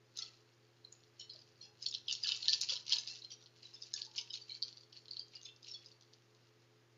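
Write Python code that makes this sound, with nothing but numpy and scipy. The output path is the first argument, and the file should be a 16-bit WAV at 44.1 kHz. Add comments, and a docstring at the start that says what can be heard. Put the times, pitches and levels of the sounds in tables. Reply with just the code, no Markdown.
"""Two hands worry open a small, stiff plastic bag over a workbench, heard through a narrow-band microphone.
From the start, mains hum, fan tones and room air fill the small shop. A few creases buckle, each snap
ringing three patches of film. From about 2 to 3 s the snaps crowd together and fine crackle fills the
loudest bursts, while a distant engine drones past. A weaker flurry comes near 4 s; then the snaps
thin out and end, and the hum remains."""
import sys
import numpy as np
from scipy import signal
from scipy.fft import rfft, irfft
from scipy.io import wavfile

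SR = 44100
rng = np.random.default_rng(int(sys.argv[2]) if len(sys.argv) > 2 else 0)


def digitize_waveform(pressure):
    """Quantize a signal to 16-bit integers and store it at the path in sys.argv[1].

    Rows of a 2-D input are taken as channels; values are limited to [-1, 1].
    """
    field = np.atleast_2d(pressure).T
    bounded = np.clip(field, -1, 1)
    quanta = np.round(bounded * 32767).astype(np.int16)
    wavfile.write(sys.argv[1], SR, quanta)


N = 307377

# buckling creases: (time [s], level [dB], main patch [Hz], width [ms], side patches re main [dB])
SNAPS = [(.173, -37, 6490, .55, -1.5), (0.189, -33.5, 4970, 1.07, -2.5), (0.2243, -35.5, 4350, 1.5, -6),
         (0.8494, -44, 4130, 1.86, -27), (0.9258, -41.5, 6930, 0.71, -21), (1.037, -57, 4390, 0.65, -5),
         (1.199, -42.5, 5485, 2, -6.5), (1.2134, -41.5, 3985, 0.88, -6.5), (1.2999, -38, 4220, 2, -17),
         (1.336, -41.5, 4900, 0.62, -25), (1.3611, -44, 4370, 1, -14), (1.391, -51, 4960, 1.56, -19),
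         (1.418, -48.5, 4630, 0.76, -13), (1.614, -50, 4236, 4, -18), (1.8265, -35, 5130, 1.5, -10),
         (1.864, -21.5, 4350, 0.89, -11.5), (1.886, -36.5, 5570, .8, -4), (1.9132, -37.5, 5180, 1.3, -10.5),
         (1.926, -37.5, 3770, .9, -13.5), (1.941, -34, 4400, 0.75, -1.5), (1.9497, -26, 4080, 0.69, -6.5),
         (1.982, -52.5, 4480, .6, 4.5), (2.0839, -29, 3150, 1.1, -7.5), (2.096, -31, 3034, 1.03, -5.5),
         (2.1124, -33, 2900, 2.4, -1), (2.127, -25.5, 5260, .5, -4), (2.152, -33, 4330, 0.75, -4),
         (2.237, -28, 4860, 1.8, -15.5), (2.2462, -37.5, 2810, 1.2, 0), (2.2723, -28, 4190, 0.93, -5.5),
         (2.2906, -27.5, 3960, 0.73, -2), (2.3201, -25.5, 2996, 1.11, -1.5), (2.342, -42, 4810, 0.76, -17),
         (2.428, -35, 4220, .8, -13.5), (2.4569, -33, 3970, .7, -5), (2.4831, -19, 4140, 0.65, -8),
         (2.4946, -15.5, 4530, 0.7, -17.5), (2.5275, -27, 4350, 0.75, -5), (2.5326, -20, 4260, 0.6, -3),
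         (2.539, -23, 4690, .9, -10.5), (2.6139, -26, 5350, .6, -1.5), (2.63, -35, 4760, 1.06, -10),
         (2.6356, -29, 4930, 0.89, -11), (2.695, -36, 4120, 0.83, 4.5), (2.7063, -34, 4480, 0.68, -2),
         (2.7239, -34, 4370, .8, -5.5), (2.743, -44, 4600, 0.54, -2), (2.757, -35.5, 4110, 1.02, -4),
         (2.767, -33.5, 4070, .9, -5.5), (2.8676, -38.5, 4610, 0.49, -2), (2.896, -31, 4820, 0.76, -6.5),
         (2.9239, -23.5, 4100, 1.15, 0), (2.933, -31, 4700, 1.2, -9.5), (2.9397, -26.5, 4410, 0.9, -19),
         (2.9493, -40, 4820, .6, -9.5), (2.968, -29.5, 4100, .7, -5), (2.9854, -30, 5016, 2.43, -6.5),
         (3.075, -32, 4870, .6, -7.5), (3.0876, -38, 4260, 0.56, -16.5), (3.1572, -45.5, 4700, 0.71, -0.5),
         (3.222, -41.5, 4075, 0.95, -30), (3.2478, -46, 4150, .9, -4), (3.307, -50, 4600, .7, -1),
         (3.426, -57, 4760, 0.93, -0.5), (3.464, -46, 4255, 0.6, -7), (3.637, -55, 4150, 2.1, -19),
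         (3.655, -50, 3985, 4.4, -19), (3.744, -44.5, 5140, 2.7, -20), (3.766, -54.5, 3574, 5.4, -23),
         (3.8238, -35, 5050, 0.9, -16), (3.834, -45.5, 4710, 1.7, -5.5), (3.939, -26, 5220, 0.85, -6.5),
         (3.964, -37, 4600, 2.2, -8.5), (4.019, -29.5, 4480, 0.5, -11), (4.05, -39.5, 4960, .6, -5.5),
         (4.066, -44, 4490, 0.53, -9.5), (4.114, -49.5, 4290, 0.24, 0), (4.139, -53, 5190, 0.44, -3.5),
         (4.164, -40, 4360, 0.98, -14), (4.18, -28.5, 5230, 0.66, -17.5), (4.184, -30.5, 3050, 0.84, -5.5),
         (4.1887, -32.5, 4780, 0.86, -7.5), (4.213, -42.5, 4930, 0.82, 0), (4.275, -51.5, 3505, 0.62, 1),
         (4.306, -42, 3086, 2.7, -4), (4.334, -38, 4960, .6, -8.5), (4.34, -33, 3900, 0.95, -7.5),
         (4.356, -39.5, 4280, 2.2, -9.5), (4.374, -45, 4060, 0.87, -4.5), (4.42, -46, 4640, 3.5, -15.5),
         (4.4972, -41.5, 4150, 2, -27), (4.506, -42, 4030, 1.2, -12.5), (4.5201, -36, 4205, 1.87, -42),
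         (4.551, -37, 4400, 0.88, -19.5), (4.6215, -60, 4630, .8, -7), (4.626, -22.5, 4535, 0.75, -21),
         (4.6821, -37, 4560, .55, -10.5), (4.7278, -45.5, 4430, 0.78, -8), (4.7729, -40.5, 4600, 0.8, -12),
         (4.811, -52.5, 4760, 1.2, -13), (4.835, -54.5, 4430, 1.8, -8.5), (4.9287, -47.5, 4200, .6, -2.5),
         (4.9647, -51, 4400, 0.86, -15), (4.974, -46.5, 4410, 1.9, -25), (5.057, -48.5, 4220, 0.55, -5),
         (5.083, -44, 4110, 0.84, -12.5), (5.112, -32, 4520, 0.84, -28), (5.1342, -35.5, 4450, 1.15, -29),
         (5.169, -33, 4240, 0.79, -12.5), (5.195, -31, 4690, 1.1, -30), (5.202, -47, 4910, 0.63, -13.5),
         (5.283, -59, 5050, .5, -1.5), (5.357, -42, 4820, 1.6, -34), (5.368, -47, 4420, 1.1, -10),
         (5.415, -53.5, 6150, 0.65, 2), (5.432, -47, 6360, 0.84, -11.5), (5.4562, -49, 5170, 4.5, -3),
         (5.489, -45.5, 3330, .8, -8), (5.563, -51.5, 4800, .5, -9), (5.63, -48, 4960, 0.8, -7.5),
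         (5.6464, -45.5, 4100, .75, -5), (5.685, -44, 5000, 0.47, -8.5), (5.7154, -41, 5390, 1.6, -31),
         (5.7449, -40.5, 4463, 4.1, -11.5), (5.861, -47, 4960, 0.83, -10.5), (5.886, -51, 4800, 0.5, -8.5),
         (5.917, -50, 4570, 1.03, -10.5), (6.011, -56.5, 4800, .45, 0.5), (6.024, -52.5, 4580, 0.52, -6),
         (6.1354, -48, 4690, 0.46, -8.5),  (6.349, -64, 5150, 0.48, -1)]
# colour that film and microphone give to a crack: (frequency [Hz], relative gain [dB])
FILM_SPECTRUM = [(300, -77), (1000, -35), (2300, -17), (2700, -8.5), (3500, -13), (4150, 0), (5000, -0.5),
                 (6000, -5.5), (6900, -8.5), (8000, 4.5)]
# natural frequencies of small patches of film: (frequency [Hz])
PATCH_HZ = [2706, 3002, 3347, 3693, 4220, 4540, 4600, 4960, 5800, 5750, 5740, 6850]
RISE_WIDTHS = 1.5   # widths a pop takes to reach its peak


def from_db(db):
    """Decibels to amplitude ratio."""
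    return 10 ** (np.asarray(db) / 20)


def rms_one(x):
    """Normalisation to unit rms."""
    return x / np.sqrt(np.mean(x ** 2) + 1e-20)


def add(out, s, burst):
    """Superposition of a burst, starting at time s."""
    i = max(round(s * SR), 0)
    out[i:i + len(burst)] += burst[:N - i]


def coloured(x, spectrum):
    """Minimum-phase filtering by a (frequency [Hz], gain [dB]) curve."""
    hz, db = np.transpose(spectrum)
    grid = np.maximum(np.fft.rfftfreq(4096, 1 / SR), 1)
    cepstrum = irfft(np.log(from_db(np.interp(np.log(grid), np.log(hz), db))))
    cepstrum[1:2048] *= 2   # folding the cepstrum makes the filter causal
    cepstrum[2049:] = 0
    return signal.fftconvolve(x, irfft(np.exp(rfft(cepstrum))))[:len(x)]


def drift(per_s):
    """Slow fluctuation: linear interpolation between random knots."""
    return np.interp(np.arange(N) / SR * per_s, np.arange(400), rng.standard_normal(400))


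def hum_and_fans():
    """Steady tones of the mains and two fans; close pairs beat by interference."""
    # mains hum, then blade tones: (frequency [Hz])
    tone_hz = [120.0, 259.07, 345.41, 352.86, 388.56, 427.01, 431.76, 518.06, 533.7]
    # strength of each tone: (rms level [dB])
    tone_db = [-72.5, -86, -78.5, -93, -91, -80.5, -82.5, -88.5, -91]
    t = np.arange(N) / SR
    return np.sqrt(2) * sum(from_db(db) * np.sin(2 * np.pi * (hz * t + rng.random()))
                            for hz, db in zip(tone_hz, tone_db))


def distant_engine():
    """Harmonics of the engine cycle swell and fade, sinking in pitch as it passes."""
    # the engine's passage: (time [s], cycle rate [Hz], level [dB])
    passage = [(0, 53, -100), (.4, 52.5, -95), (1.0, 49.1, -85), (1.9, 49.5, -82.5), (2.3, 48.54, -81),
               (3.0, 48.1, -82.5), (3.5, 47.2, -90.5), (4.2, 47.4, -105)]
    # its harmonics: (multiple of the cycle rate, relative level [dB])
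    orders = [(2, 0), (3, -4), (4, -6), (5, -7)]
    times, *curves = np.transpose(passage)
    cycle_hz, level_db = (np.interp(np.arange(N) / SR, times, curve) for curve in curves)
    turns = np.cumsum(cycle_hz) / SR
    drone = sum(from_db(db + drift(1.2)) * np.sin(2 * np.pi * k * turns) for k, db in orders)
    return np.sqrt(2) * from_db(level_db) * drone


def room_air():
    """Stationary broadband noise, strongest at low frequencies."""
    # room air: (frequency [Hz], relative spectral density [dB])
    spectrum = [(25, -6), (55, -17.5), (100, 2), (200, -1.5), (400, 0.5), (700, -4.5), (2000, -5.5),
                (4500, -11), (7000, -14)]
    return from_db(-72) * rms_one(coloured(rng.standard_normal(N + 4096), spectrum)[4096:])


def reflections(x):
    """Reverberation: sparse echoes off the bench, one wall echo, then a dense, exponential decay."""
    t60_s, wall_s = .29, .036
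    reverb_db, wall_db, bench_boost_db = -8, -25, 3.5
    t = np.arange(round(.4 * SR)) / SR
    density = np.minimum(.017 + 4 * t, 1)
    echoes = rng.standard_normal(len(t)) * (rng.random(len(t)) < density) / np.sqrt(density)
    echoes *= from_db(-60 * t / t60_s + bench_boost_db * (t < wall_s)) * (t > .002)
    echoes *= from_db(reverb_db) / np.linalg.norm(echoes)
    echoes[round(wall_s * SR)] = from_db(wall_db)
    return signal.fftconvolve(x, echoes)[:N]


def pop(hz, width_s, phase):
    """Transient of one resonance: it swells to unit amplitude and decays a little more slowly."""
    t = np.arange(round(6 * width_s * SR)) / SR
    x = t / (RISE_WIDTHS * width_s)
    envelope = (x * np.exp(1 - x)) ** (2 * RISE_WIDTHS ** 2)
    return envelope * np.sin(2 * np.pi * (hz * t + phase))


def singing():
    """Damped free vibration: taut film sings on, fluttering in amplitude and phase; low tones last longer."""
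    # patches and faces left ringing when a crease gives way: (time [s], level [dB], frequency [Hz])
    rings = [(0.186, -60.5, 1316), (0.195, -67, 2040), (1.193, -56.5, 3014), (1.2, -62, 3770),
             (1.194, -66, 7050), (1.196, -56, 4300), (1.195, -57.5, 5560), (1.301, -61, 3980),
             (1.3, -54.5, 4940), (1.611, -58, 5750), (1.615, -55.5, 5054), (1.612, -53.5, 4270),
             (1.621, -63, 3340), (1.634, -68, 2700), (1.65, -74, 823), (2.241, -56.5, 1694),
             (2.26, -62, 1410), (2.285, -67, 1135), (2.479, -55, 1780), (2.535, -71, 950),
             (2.69, -62.5, 1437), (2.7, -60.5, 1750), (2.71, -64.5, 970), (2.916, -58, 1730),
             (2.915, -67, 940), (2.915, -68.5, 688), (3.074, -57, 2700), (3.22, -50, 4160),
             (3.301, -61, 3180), (3.934, -60, 1714), (4.07, -70, 884), (4.186, -72.5, 942),
             (4.299, -53, 5150), (4.335, -60, 6400), (4.42, -58, 4640), (4.497, -60.5, 2277),
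             (4.5, -62.5, 3086), (4.629, -58, 6000), (4.629, -60, 3250), (4.929, -57, 4600),
             (5.2, -60, 4950), (5.199, -59, 4100), (5.199, -56, 4580), (5.2, -65, 3200), (5.355, -66, 2850),
             (5.43, -75, 6200), (5.452, -54.5, 3547), (5.46, -62, 2705), (5.678, -55, 5550),
             (5.68, -57, 3870), (5.714, -60, 5340), (5.744, -55, 3400)]
    swell_s, flutter_hz = .006, 39.8
    out, t = np.zeros(N), np.arange(round(.35 * SR)) / SR
    noise = rng.standard_normal((len(rings), 2, len(t) + 2000))
    flutter = signal.sosfilt(signal.butter(2, flutter_hz, fs=SR, output="sos"), noise)[..., 2000:]
    for (s, db, hz), (in_phase, quadrature) in zip(rings, rms_one(flutter)):
        decay_db_per_s = 251 * (hz / 3000) ** .35
        envelope = np.minimum(t / swell_s, 1) * from_db(db - decay_db_per_s * t)
        angle = 2 * np.pi * hz * t
        add(out, s, envelope * ((.92 + in_phase) * np.sin(angle) + quadrature * np.cos(angle)))
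    return out


def knocks():
    """Impact excitation of the bag's wide faces: dull clusters of five pops near one pitch."""
    # fingers and parts striking the faces: (time [s], level [dB], frequency [Hz])
    impacts = [(1.348, -59, 610), (2.717, -51.5, 480), (4.183, -49, 2340)]
    out = np.zeros(N)
    for s, db, hz in impacts:
        for lag, detune, phase in rng.random((5, 3)):
            face = pop(hz * (1 + .16 * (detune - .5)), width_s=.0044, phase=phase)
            add(out, s - .004 + .022 * lag, from_db(db - 6 - 5.5 * lag) * face)
    return out


def ticks():
    """Band-limited noise bursts of a few milliseconds, heard as thin, bright ticks."""
    # ticks above the crackle: (time [s], gain [dB])
    bursts = [(0.1736, -52.5), (2.613, -45)]
    out = np.zeros(N)
    treble = signal.butter(4, [7800, 12000], "band", fs=SR, output="sos")
    for s, db in bursts:
        add(out, s - .002, from_db(db) * signal.sosfilt(treble, rng.standard_normal(190) * np.hanning(190)))
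    return out


def side_patches(hz):
    """Two resonances flank the main one; at the ends of the range they fold back inwards."""
    below, above = .774, 1.24   # frequency ratios
    second_hz = np.where(hz < 3300, hz * above ** 2.2, hz * below)
    third_hz = np.where(hz * above > 7000, hz * below ** 2, hz * above)
    return second_hz, third_hz


def taut_patches():
    """Selective resonance: patches tuned near the latest snap are taut and ring best (dB over time)."""
    s, _, main_hz, _, side_db = np.transpose(SNAPS)
    lead_s, loss_db_per_hz = .012, .03   # tension builds just before a snap
    latest = np.maximum(np.searchsorted(s - lead_s, np.arange(N) / SR) - 1, 0)
    main, second, third = (-loss_db_per_hz * np.abs(np.array(PATCH_HZ)[:, None] - hz)
                           for hz in (main_hz, *side_patches(main_hz)))
    best_db = np.maximum(main, side_db + np.maximum(second, third))
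    return np.maximum(best_db, -16)[:, latest]


def kneading():
    """Incoherent addition: the powers of squeezes and idle rustle sum to the crackle's drive in dB."""
    # squeezes of the bag: (time [s], level [dB], hold [s], fade [s])
    squeezes = [(0.177, -41, 0.042, 0.25), (0.944, -59, 0.0097, 0.17), (1.206, -48, 0.0059, 0.083),
                (1.3, -59, 0.1, 0.78), (1.628, -51.5, 0.029, 0.076), (1.821, -42, 0.016, 0.1),
                (1.938, -45, 0.0091, 0.051), (2.098, -32.5, 0.02, 0.13), (2.24, -31.5, 0.12, 0.078),
                (2.414, -34.5, 0.12, 0.059), (2.525, -26.5, 0.014, 0.087), (2.634, -25.5, 0.0069, 0.058),
                (2.697, -25.5, 0.015, 0.14), (2.883, -33.5, 0.022, .1), (2.916, -24, 0.018, 0.18),
                (3.075, -36.5, 0.0062, 0.29), (3.242, -53, 0.012, 0.13), (3.32, -39.5, 0.0097, 0.053),
                (3.423, -46.5, 0.0067, 0.045), (3.56, -56.5, 0.044, .2), (3.634, -48.5, 0.0092, 0.32),
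                (3.735, -53, 0.19, 0.27), (3.976, -35, 0.017, 0.083), (4.16, -39, 0.0088, 0.21),
                (4.35, -39.5, 0.011, 0.14), (4.496, -48, 0.064, 0.12), (4.63, -50.5, 0.019, 0.6),
                (4.963, -46, .01, 0.077), (5.11, -53, 0.062, 0.14), (5.341, -43.5, 0.022, 0.031),
                (5.461, -44.5, 0.0085, 0.045), (5.63, -59, .01, 0.17), (5.67, -44.5, 0.0092, 0.29),
                (5.811, -53.5, 0.061, 0.071)]
    rise_db_per_s, fade_db, idle_db = 695, 33.5, -68.5
    t, power = np.arange(0, N, 64) / SR, from_db(2 * idle_db)
    for s, db, hold_s, fade_s in squeezes:
        loss_db = rise_db_per_s * np.maximum(s - t, 0) + fade_db * np.maximum(t - s - hold_s, 0) / fade_s
        power = power + from_db(2 * (db - loss_db))
    return np.interp(np.arange(N) / SR, t, 10 * np.log10(power))


def grains(per_s, pitches_hz, width_cycles, shares_db, all_at_once=False):
    """Shot noise: small creases pop in random clumps, each exciting one resonance or all at once."""
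    sizes = from_db(6.3 * np.minimum(rng.exponential(1, N), 3.5)) * rng.choice([-1, 1], N)
    impulses = sizes * (rng.random(N) < per_s * from_db(5 * drift(45)) / SR)
    struck = rng.integers(0, len(pitches_hz), N)
    out = np.zeros(N)
    for k, (hz, db) in enumerate(zip(pitches_hz, shares_db)):
        drive = impulses * ((struck == k) | all_at_once) * from_db(db)
        out += signal.fftconvolve(drive, pop(hz, width_cycles / hz, 0))[:N]
    return out


def crackle():
    """Amplitude modulation: kneading drives dense and lone ticks, ringing patches and the bag's hollow."""
    drive_db = kneading()
    hollow_hz = np.geomspace(620, 2400, 14)
    dense = grains(1700, np.geomspace(2600, 6800, 5), width_cycles=.91, shares_db=np.zeros(5))
    ringing = grains(1300, PATCH_HZ, width_cycles=11, shares_db=taut_patches())
    hollow = grains(1300, hollow_hz, width_cycles=13.3, shares_db=8.9 * np.log2(hollow_hz / 1000))
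    lone = grains(110, np.geomspace(3300, 6600, 4), width_cycles=.59, shares_db=np.zeros(4),
                  all_at_once=True)
    return (from_db(drive_db - 12.5) * rms_one(coloured(dense, FILM_SPECTRUM))
            + from_db(drive_db - 17.5) * rms_one(ringing)
            + from_db(.69 * (drive_db + 37.5) - 72) * rms_one(hollow)
            + from_db(.5 * drive_db - 48) * rms_one(coloured(lone, FILM_SPECTRUM)))


def three_patches(hz, width_s, side_db, bend, phase):
    """Modal superposition: a main patch and two side patches, detuned in opposite directions."""
    sides = sum(pop(f / bend, width_s, k * phase) for k, f in zip((3, 7), side_patches(hz)))
    return pop(hz * bend, width_s, phase) + from_db(side_db) * sides


def snaps():
    """Buckling: a crease cracks and rings three patches, amid six weaker slips slightly off pitch."""
    slip_spread_s, slip_detune = .015, .05
    rings, cracks = np.zeros(N), np.zeros(N)
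    chance = rng.random((len(SNAPS), 27))
    tiny_breaks = rng.standard_normal((len(SNAPS), 80)) * np.hanning(80) ** 2
    for (s, db, hz, width_ms, side_db), draws, crack in zip(SNAPS, chance, tiny_breaks):
        width_s = max(width_ms, .3) / 1000
        onset_s = s - RISE_WIDTHS * width_s
        add(rings, onset_s, from_db(db) * three_patches(hz, width_s, side_db, bend=.99, phase=draws[0]))
        crack_db = db - 1 - 1.7 * width_ms + .4 * side_db   # brief snaps with strong sides crack most
        add(cracks, s - .0011, from_db(crack_db) * rms_one(crack))
        for lag, weaker, detune, phase in draws[3:].reshape(6, 4):
            slip = three_patches(hz, width_s, side_db, 1 + slip_detune * (detune - .5), phase)
            add(rings, onset_s - .0055 + slip_spread_s * lag, from_db(db - 6.5 - 11 * weaker) * slip)
    radiation = signal.butter(6, 2340, "high", fs=SR, output="sos")   # small patches radiate no lows
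    return signal.sosfilt(radiation, rings + coloured(cracks, FILM_SPECTRUM))


def scene():
    """Direct sound, reflections and background add at a low-pass microphone; the ticks reach higher."""
    bag = snaps() + crackle() + knocks() + singing()
    heard = bag + reflections(bag) + hum_and_fans() + distant_engine() + room_air()
    microphone = signal.cheby1(10, 1, 7060, fs=SR, output="sos")
    return (signal.sosfilt(microphone, heard) + ticks())[None]


def record(dry):
    """Spectral imaging in the converter adds faint treble; peaks saturate softly, over circuit hiss."""
    converter_hz, cutoff_hz = 16000, 15800
    hiss_db, image_db, headroom = -90, -58, 1.8
    hiss = from_db(hiss_db) * rng.standard_normal(dry.shape)
    mirrored = dry * np.cos(2 * np.pi * converter_hz * np.arange(N) / SR)
    image = signal.sosfilt(signal.butter(4, [10000, 13000], "band", fs=SR, output="sos"), mirrored)
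    rounded = headroom * np.tanh(dry / headroom)
    top_cut = signal.cheby2(12, 40, cutoff_hz, fs=SR, output="sos")
    return signal.sosfilt(top_cut, rounded + from_db(image_db) * image + hiss)


dry = scene()
out = record(dry)
digitize_waveform(out)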